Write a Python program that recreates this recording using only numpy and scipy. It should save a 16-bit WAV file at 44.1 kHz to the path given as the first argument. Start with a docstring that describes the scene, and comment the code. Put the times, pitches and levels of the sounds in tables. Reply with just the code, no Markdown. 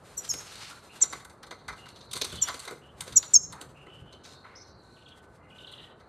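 """A finch close by gives two short falling chirps over a soft rumble, then a few more, in a wire cage indoors.
Each chirp is two gliding tones at once, one for each side of the voice box.
Feet and wings strike wires, perches and tray as noise bursts through resonances; quills snap, wings brush wires.
Feathers rustle and fan the air as swelling coloured noise, and a thin steady whistle comes and goes.
Far birds are sliding tones and a blurred twitter, heard mostly as the echo of a large room."""
import sys
import numpy as np
from scipy import signal
from scipy.fft import rfft, irfft
from scipy.io import wavfile
from scipy.ndimage import uniform_filter1d

SR = 44100
rng = np.random.default_rng(int(sys.argv[2]) if len(sys.argv) > 2 else 0)


def wrap_up_sound(samples):
    """Save the sound to the file named by the first command line argument, as 16-bit audio."""
    columns = np.atleast_2d(samples).T
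    # keep every value between -1 and 1, then stretch to whole-number steps
    tamed = np.clip(columns, -1, 1)
    steps = np.round(tamed * 32767).astype(np.int16)
    wavfile.write(sys.argv[1], SR, steps)


def voltage_ratio(decibels):
    """Convert decibels (scalar or array-like) to amplitude ratios, 20 dB per decade."""
    exponent = np.asarray(decibels, float) / 20
    return 10 ** exponent


N = 268524   # samples in the scene


def rms_one(x):
    """Scale to rms 1."""
    return x / np.sqrt(np.mean(x ** 2) + 1e-20)


def band(x, low_hz, high_hz):
    """Butterworth band-pass."""
    high_hz = min(high_hz, .45 * SR)
    return signal.sosfilt(signal.butter(2, [low_hz, high_hz], "band", fs=SR, output="sos"), x)


def drift(rate):
    """Random wander: 2 * rate points a second, of spread 1, joined by straight lines."""
    points = int(N / SR * rate * 2) + 2
    return np.interp(np.linspace(0, points - 1, N), np.arange(points), rng.standard_normal(points))


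def coloured(spectrum, patchy_db):
    """Noise with a given spectrum whose level flickers; rms 1."""
    hz, level_db = np.transpose(spectrum)
    bins = np.arange(N // 2 + 1) * SR / N + 1
    gain = voltage_ratio(np.interp(np.log(bins), np.log(hz), level_db))
    shaped = irfft(rfft(rng.standard_normal(N)) * gain, N)
    return rms_one(shaped * voltage_ratio(patchy_db * drift(17)))


def resonate(x, modes):
    """Parallel resonances; white noise of rms 1 comes out at about rms 1."""
    out, power = 0, 0
    for k, (hz, width_hz, level_db) in enumerate(modes):
        r = np.exp(-np.pi * width_hz / SR)   # pole radius: a wider mode dies sooner
        top, poles = (1 - r * r) / 2, [1, -2 * r * np.cos(2 * np.pi * hz / SR), r * r]
        ring = signal.lfilter([top, 0, -top], poles, x + 1e-18)
        out = out + (-1) ** k * voltage_ratio(level_db) * ring
        power += voltage_ratio(level_db) ** 2 * np.pi * width_hz / SR
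    return out / np.sqrt(power)


def room(x, t60, gap_s, bend, lumps_db):
    """Dense, lumpy echoes after a short gap that hold at first and then die faster; energy 1."""
    t = np.arange(int(t60 * SR)) / SR
    lumpy = (rng.standard_normal(N) * voltage_ratio(lumps_db * drift(45)))[:len(t)]
    echoes = lumpy * voltage_ratio(-60 * (t / t60) ** bend) * (t > gap_s)
    return signal.fftconvolve(x, echoes / np.sqrt(np.sum(echoes ** 2)))[:N]


def sliding_tone(s, length, start_hz, end_hz, level_db, crest, glide_s):
    """A complex tone that slides toward its end pitch under one swell; returns its place and samples."""
    t = np.arange(int(length * SR)) / SR
    crest = np.clip(crest, .1, .9)
    warped = np.interp(t / length, [0, crest, 1], [0, .5, 1])
    swell = np.sin(np.pi * warped) ** 0.88
    hz = end_hz + (start_hz - end_hz) * np.exp(-t / glide_s)
    tone = voltage_ratio(level_db) * np.sqrt(2) * swell * np.exp(2j * np.pi * np.cumsum(hz) / SR)
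    first = int(s * SR)
    return slice(first, first + len(t)), tone


def swells(rows, rise_s, fall_s, floor_db):
    """Gain of bouts that rise, hold and fall at steady rates, in seconds per 20 dB, over a floor."""
    t, out = np.arange(N) / SR, np.full(N, voltage_ratio(floor_db))
    for s, length, level_db in rows:
        rise_db = 20 * np.clip(s - t, 0, None) / rise_s
        fall_db = 20 * np.clip(t - s - length, 0, None) / fall_s
        out += voltage_ratio(level_db - rise_db - fall_db)
    return out


def strokes(times, levels_db, fall_s):
    """Contact envelopes: a quick rise and an exponential decay."""
    t, starts, rise_s = np.arange(int(.15 * SR)) / SR, np.zeros(N), .0029
    np.add.at(starts, (times * SR).astype(int), voltage_ratio(levels_db))
    return np.abs(signal.fftconvolve(starts, (1 - np.exp(-t / rise_s)) * np.exp(-t / fall_s))[:N])


# Spectrum of the room tone. 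Each row: frequency in Hz, relative level in dB per Hz.
ROOM_TONE_SPECTRUM = [(88, -31.5), (150, -3.5), (424, 2), (457, 1.5), (643, -1), (748, -2.5), (1370, -4.5),
                      (1530, -8), (1750, -12.5), (4950, -46.5), (5980, -53.5), (12000, -55), (13700, -50)]


def room_tone():
    """Steady noise, mostly below 2 kHz, whose level sways gently."""
    level_db, sway_db = -57, -0.85
    return voltage_ratio(level_db + sway_db * drift(1.4)) * coloured(ROOM_TONE_SPECTRUM, patchy_db=-1.0)


# A wing fans air on the microphone. Each row: start in seconds, length in seconds, level in dB.
WING_GUSTS = [(.34, 0.011, -56.5), (.56, .02, -65), (1.7, .02, -59.5), (2.15, .02, -59),
              (2.33, 0.056, -48.5), (3.0, .02, -59), (3.13, 0.035, -51.5), (3.39, .12, -57.5),
              (4.02, 0.018, -57.5)]


def draught():
    """Low noise: puffs of air from a wing over a soft rumble."""
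    rise_s, fall_s, rumble_db = 0.078, 0.1, -60   # s per 20 dB; the rumble between gusts
    air = swells(WING_GUSTS, rise_s, fall_s, rumble_db) * voltage_ratio(1.5 * drift(6))
    return air * rms_one(band(band(rng.standard_normal(N), 51.05, 170), 44, 310))


# A thin whistle comes and goes. Each row: start in seconds, length in seconds, peak level in dB.
WHISTLE_BOUTS = [(3.83, .07, -69.5), (3.98, .17, -69), (4.24, 0.47, -66), (4.85, 0.18, -66),
                 (5.07, 0.25, -62), (5.53, 0.19, -59.5), (5.82, .23, -67.5)]


def thin_whistle():
    """A sine of steady pitch that fades in and out."""
    hz, edge_s = 1510, .06   # s per 20 dB
    return swells(WHISTLE_BOUTS, edge_s, edge_s, -np.inf) * np.sin(2 * np.pi * hz * np.arange(N) / SR)


# Far birds, one of them a low coo. Each row: start in seconds, length in seconds, start pitch in Hz,
# end pitch in Hz, level in dB ahead of the room.
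DISTANT_CALLS = [(.704, 0.021, 1544, 1250, -48), (0.89, 0.03, 2220, 3230, -53),
                 (1.774, 0.046, 2800, 2834, -55), (2.313, 0.03, 4010, 2380, -43),
                 (2.405, 0.029, 3770, 2510, -42), (2.812, 0.049, 2616, 3450, -58.5),
                 (3.74, 0.075, 2510, 3000, -56.5), (3.861, 0.1, 2905, 3115, -54),
                 (4.054, 0.074, 3050, 3126, -57.5), (3.6, 0.45, 142.1, 142.3, -62),
                 (4.45, 0.15, 2090, 2170, -63.5), (4.551, 0.022, 4590, 6700, -47.5),
                 (5.367, 0.12, 1980, 2153, -66.5), (5.751, 0.112, 1976, 1780, -64)]
# One far bird chatters in steep falling slurs. Each row: start in seconds, start pitch in Hz,
# level in dB ahead of the room.
CHATTER_SLURS = [(4.961, 3800, -56), (5.056, 4290, -51), (5.427, 3300, -66.5), (5.5, 3650, -50.5),
                 (5.581, 4200, -46.5), (5.668, 4545, -42.5), (5.731, 4200, -51), (5.775, 4310, -47),
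                 (5.85, 3880, -60)]
# Blurred twitter of birds farther off, phrase by phrase. Each row: start in seconds, length in seconds,
# level in dB ahead of the room.
TWITTER_PHRASES = [(.16, .08, -69), (.5, 0.16, -58.5), (.75, 0.27, -68), (1.45, 0.34, -70), (1.9, .2, -63),
                   (2.34, 0.033, -53), (3.16, 0.026, -57.5), (3.45, 0.093, -72.5), (4.27, 0.057, -59.5),
                   (4.4, 0.087, -74.5), (4.6, 0.39, -67.5), (5.72, 0.17, -75), (6.0, .04, -78.5)]


def far_birds():
    """Hoarse slurs and whistles over a blur of twitter, heard mostly as echo."""
    chatter_s, chatter_end_hz = 0.02, 1900
    warble_share = .04   # pitch wobble as a share of the pitch
    twitter_hz, spread_hz = 4110, 260
    calls, wobble = np.zeros(N), np.cumsum(drift(300)) / SR
    chatter = [(s, chatter_s, start_hz, chatter_end_hz, level_db) for s, start_hz, level_db in CHATTER_SLURS]
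    for s, length, start_hz, end_hz, level_db in DISTANT_CALLS + chatter:
        warble_hz = warble_share * .5 * (start_hz + end_hz)
        place, tone = sliding_tone(s, length, start_hz, end_hz, level_db, .4, .8 * length)
        calls[place] += (tone * np.exp(2j * np.pi * warble_hz * wobble[place])).real
    hoarse = calls * voltage_ratio(4.0 * drift(600))
    twitter = 0
    for _ in range(4):   # several singers, each with quick slides and broken phrases
        pitch = twitter_hz + spread_hz * (drift(60) + .6 * drift(4))
        twitter = twitter + np.sin(2 * np.pi * np.cumsum(pitch) / SR) * voltage_ratio(5.0 * drift(21))
    phrases = swells(TWITTER_PHRASES, rise_s=.1, fall_s=0.099, floor_db=-87.5)
    birds = hoarse + phrases * rms_one(twitter)
    return voltage_ratio(-5) * birds + room(birds, t60=0.36, gap_s=0.0063, bend=1.4, lumps_db=4.0)


# Bouts of wing beating. Each row: start in seconds, length in seconds, level in dB.
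WING_BOUTS = [(.12, 0.22, -60.5), (.36, 0.34, -52), (.76, 0.43, -57), (1.72, 0.34, -64.5),
              (2.27, 0.28, -50), (2.66, 0.071, -53), (3.0, 0.33, -58), (3.52, 0.096, -67),
              (3.87, 0.14, -68.5), (4.82, 0.26, -76.5), (5.58, 0.26, -68)]
# Spectrum of rustling feathers. Each row: frequency in Hz, relative level in dB per Hz.
FEATHER_SPECTRUM = [(180, -32.5), (300, 0), (461, -11.5), (499, -5), (1320, 1), (1840, -2.5), (2930, -5.5),
                    (4220, -4.5), (5360, -9.5), (8920, -8), (10500, -12), (12700, -18), (13500, -30.5)]


def feathers():
    """Flickering coloured noise that swells with each bout of wing beating."""
    rise_s, fall_s, shuffle_db = 0.11, 0.049, -73.5   # s per 20 dB; the shuffle between bouts
    return swells(WING_BOUTS, rise_s, fall_s, shuffle_db) * coloured(FEATHER_SPECTRUM, patchy_db=4.5)


# A wing drags over the wires. Each row: start in seconds, length in seconds, level in dB,
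# lowest frequency in Hz, highest frequency in Hz.
WING_BRUSHES = [(0.233, 0.058, -46, 960, 7560), (0.458, 0.15, -50, 1800, 6000),
                (0.601, 0.13, -46, 1400, 5430), (3.523, 0.14, -49.5, 812, 1500),
                (4.232, 0.13, -55.5, 1900, 7300), (4.433, 0.16, -57, 797, 2190),
                (4.818, 0.36, -76, 4500, 9230)]


def brushes():
    """Grainy noise that starts quickly and fades over the stroke."""
    out, t = np.zeros(N), np.arange(N) / SR
    grains = rms_one(rng.standard_normal(N) * voltage_ratio(2.7 * drift(150)))
    for s, length, level_db, low_hz, high_hz in WING_BRUSHES:
        stroke = np.interp(t, [s, s + .012, s + .8 * length, s + length], [0, 1, .8, 0])
        out += voltage_ratio(level_db) * stroke * rms_one(band(grains, low_hz, high_hz))
    return out


# A quill snaps against a wire. Each row: start in seconds, level in dB (9 dB above the rms at the crest).
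QUILL_SNAPS = [(0.339, -23), (1.2493, -34), (1.4315, -37), (1.6807, -33), (1.8885, -35), (2.1348, -21.5),
               (2.2186, -15.5), (2.2442, -23), (2.4853, -23), (2.6523, -33), (2.6778, -42), (3.0074, -21.5),
               (3.079, -36.5), (3.229, -30), (3.6136, -30)]


def snaps():
    """Each snap is one broad crack of noise, about two milliseconds long."""
    t, level = np.arange(N) / SR, np.zeros(N)
    for s, level_db in QUILL_SNAPS:
        level += voltage_ratio(level_db - 9.0) * np.exp(-.5 * ((t - s - .0015) / 0.0009) ** 2)
    return level * rms_one(band(rng.standard_normal(N), 760, 9500))


# Feet and wing tips on the cage. Each row: start in seconds, then relative levels in dB of wire,
# feather swish and perch.
CAGE_KNOCKS = [(0.334, -34, -42, -42), (0.5516, -38, -53, -57), (0.62, -43, -57, -48),
               (0.72, -48, -60, -47), (1.005, -33, -49, -41.5), (1.0316, -28.5, -41.5, -38.5),
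               (1.125, -29, -46, -32.5), (1.1934, -41, -56, -44.5), (1.245, -49, -53.5, -47.5),
               (1.296, -44.5, -58.5, -50.5), (1.4278, -36.5, -58, -40), (1.464, -45, -59, -54),
               (1.507, -32, -53.5, -35.5), (1.6807, -30, -49, -28.5), (1.726, -41, -66, -43.5),
               (1.8557, -41.5, -60, -44), (1.882, -38.5, -63, -70), (1.958, -39.5, -65, -59),
               (2.006, -38, -67, -66), (2.11, -30.5, -48.5, -51), (2.1296, -24.5, -39, -43),
               (2.154, -25, -40.5, -39.5), (2.171, -34.5, -42, -47.5), (2.2119, -16.5, -46, -50),
               (2.245, -28, -41, -43.5), (2.275, -53, -51, -54), (2.3216, -35, -46, -41.5),
               (2.354, -36, -47, -55), (2.4726, -25, -47, -32.5), (2.4852, -26.5, -64, -29.5),
               (2.54, -29, -44.5, -40), (2.592, -31, -42, -48), (2.649, -34, -46.5, -43),
               (2.674, -32, -50, -34.5), (2.7065, -43, -51, -41), (3.005, -32, -37, -38.5),
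               (3.075, -35.5, -54.5, -45), (3.121, -33, -49.5, -45.5), (3.2254, -29, -55, -42.5),
               (3.523, -37, -47.5, -44.5), (3.61, -34, -42.5, -54.5), (3.862, -63, -71, -47),
               (4.124, -40, -64, -56), (4.247, -37.5, -75, -49), (4.4435, -61, -80, -43.5),
               (5.083, -46.5, -67, -70), (5.714, -53, -57.5, -54), (5.998, -50.5, -73, -50.5)]
# A foot thumps on the tray. Each row: start in seconds, relative level in dB.
TRAY_THUMPS = [(.3334, -42), (1.02, -44), (1.1244, -44), (1.508, -41), (1.69, -46.5), (2.145, -38.5),
               (2.211, -37), (2.3216, -42), (2.4841, -42.5), (2.5397, -41.5), (2.67, -44), (2.7076, -38),
               (3.0695, -42), (3.606, -40), (3.863, -45.5), (4.1257, -49)]
# What wires, wooden perches and tray ring with. Each row: frequency in Hz, width in Hz, relative level in dB.
WIRE_MODES = [(3000, 1500, 1.5), (3800, 430, 13.5), (4500, 500, 9), (6230, 330, 5.5), (7300, 309, -21.5)]
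PERCH_MODES = [(780, 120, -3), (998, 86, 2.5), (1153, 70, 2.5), (1290, 48, 5), (1500, 160, 1.5),
               (2060, 120, 1), (2390, 150, -12)]
TRAY_MODES = [(269, 130, -3), (446, 160, 1.7)]


def knocks():
    """Each contact is a dying rattle of grains through resonances; wood and tray outlast the wires."""
    wire_s, swish_s, perch_s, tray_s = .0115, 0.00914, 0.016, 0.024   # decay time constants
    s, wire_db, swish_db, perch_db = np.transpose(CAGE_KNOCKS)
    thump_s, thump_db = np.transpose(TRAY_THUMPS)
    grains = rms_one(rng.standard_normal(N) * voltage_ratio(3.1 * drift(400)))
    wire = voltage_ratio(-4.5) * strokes(s, wire_db, wire_s) * grains
    swish = strokes(s, swish_db, swish_s) * grains
    perch = strokes(s, perch_db, perch_s) * grains
    tray = strokes(thump_s, thump_db, tray_s) * grains
    bright = voltage_ratio(13) * band(swish, 7300, 10000) + voltage_ratio(5) * band(swish, 11000, 12000)
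    return resonate(wire, WIRE_MODES) + bright + resonate(perch, PERCH_MODES) + resonate(tray, TRAY_MODES)


# Near chirps, one table per side of the voice box. Each row: start in seconds, length in seconds,
# start pitch in Hz, end pitch in Hz, rms level in dB at the crest ahead of any echo notch.
LOWER_CHIRPS = [(0.168, 0.033, 6450, 5640, -37), (.286, 0.04, 6470, 5040, -34),
                (1.01, 0.028, 6700, 5650, -23), (2.413, 0.035, 6350, 5650, -28.5),
                (3.156, 0.027, 6480, 5578, -18), (3.335, 0.037, 6230, 5190, -17)]
UPPER_CHIRPS = [(.175, 0.023, 8080, 6690, -27), (.290, 0.029, 7530, 6250, -22.5),
                (1.015, 0.02, 8190, 6550, -15), (2.418, 0.025, 7760, 6670, -20),
                (3.16, 0.024, 8240, 6450, -11), (3.336, 0.041, 7900, 6250, -10.5)]
# Manner of each chirp. Each row: place of the crest from 0 to 1, overtones in dB, echo send in dB,
# stronger when the bird calls from farther back.
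CHIRP_MANNERS = [(0.48, -8, -12), (.39, -11.5, -7), (0.7, -32.5, -19.5), (0.36, -17, -17.5),
                 (.72, -18, -24), (0.29, -22.5, -19.5)]
# A reflection off the cage wall briefly weakens or strengthens each tone. Each row: centre in seconds,
# upper tone change in dB, lower tone change in dB, width (standard deviation) in seconds.
ECHO_NOTCHES = [(.187, -15, 1.5, 0.003), (0.298, -14, 6.5, 0.003), (0.307, -8.5, 3, 0.0016),
                (2.434, -24, 4, 0.001), (3.35, -14.5, -3.5, .0017)]


def near_bird():
    """Two voices share one windpipe and add overtones, sum and difference tones; returns voice and echo send."""
    glide_s, lower_later = .012, 0.13   # pitch time constant; share of the note by which the lower crest lags
    low, high, t = np.zeros(N, complex), np.zeros(N, complex), np.arange(N) / SR
    overtones, echo = np.zeros(N), np.zeros(N)
    for lower, upper, (crest, overtone_db, echo_db) in zip(LOWER_CHIRPS, UPPER_CHIRPS, CHIRP_MANNERS):
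        for voice, row, peak in ((low, lower, crest + lower_later), (high, upper, crest)):
            place, tone = sliding_tone(*row, peak, glide_s)
            voice[place], overtones[place], echo[place] = tone, voltage_ratio(overtone_db), voltage_ratio(echo_db)
    for s, upper_db, lower_db, width_s in ECHO_NOTCHES:
        notch = np.exp(-.5 * ((t - s) / width_s) ** 2)
        high, low = high * voltage_ratio(upper_db * notch), low * voltage_ratio(lower_db * notch)
    both = np.abs(low) + np.abs(high) + 1e-6
    # octave of the lower voice, and the sum of both pitches
    sums = overtones * (low * low + voltage_ratio(-2.0) * low * high) / both
    # twice one pitch less the other
    above, below = high * high * low.conj(), low * low * high.conj()
    sidebands = (voltage_ratio(-15.5) * above + voltage_ratio(-19.5) * below) / both ** 2
    bird = (low + high + sums + sidebands).real
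    return bird, echo * bird


def scene():
    """Near sounds with their echoes, far birds, feathers, draught, room tone and whistle."""
    bird, send = near_bird()
    cage = knocks() + snaps() + brushes()
    near = bird + cage + room(send + voltage_ratio(-10.5) * cage, t60=0.29, gap_s=0.0085, bend=1.6, lumps_db=6.5)
    # the cage wall answers first
    near += voltage_ratio(-9) * room(bird, t60=.04, gap_s=0.00069, bend=1.2, lumps_db=-0.5)
    mono = near + far_birds() + feathers() + draught() + room_tone() + thin_whistle()
    return np.array([mono, mono])


def roll_off(x):
    """The treble ends steeply here."""
    return signal.sosfilt(signal.butter(12, 13880, fs=SR, output="sos"), x)


def record(dry):
    """A dip near 10.5 kHz, a cut top, and noise, mostly in quiet treble, opposite in the two channels."""
    dry = dry - .5 * band(dry, 9700, 11400)
    low_treble = band(band(dry[0], 4600, 7500), 3600, 9000)
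    treble = band(band(dry[0], 6700, 16000), 8300, 17000)
    middle = band(band(dry[0], 600, 4000), 400, 5000)
    loudness = np.sqrt(uniform_filter1d(low_treble ** 2, size=1024) + 1e-18)
    # the treble's share shrinks as the low treble grows loud
    noise_source = voltage_ratio(-6) * low_treble / (1 + loudness / voltage_ratio(-53.5))
    noise_source = noise_source + voltage_ratio(-3) * treble / (1 + loudness / voltage_ratio(-28)) + voltage_ratio(-36.0) * middle
    side_noise = noise_source * drift(60)   # random gain turns it noise-like
    sides = dry + side_noise * [[1], [-1]]
    cut = signal.sosfilt(signal.cheby2(10, 30, 13500, fs=SR, output="sos"), sides)   # 30 dB down from 13.5 kHz
    return roll_off(cut)


dry = scene()
out = record(dry)
wrap_up_sound(out)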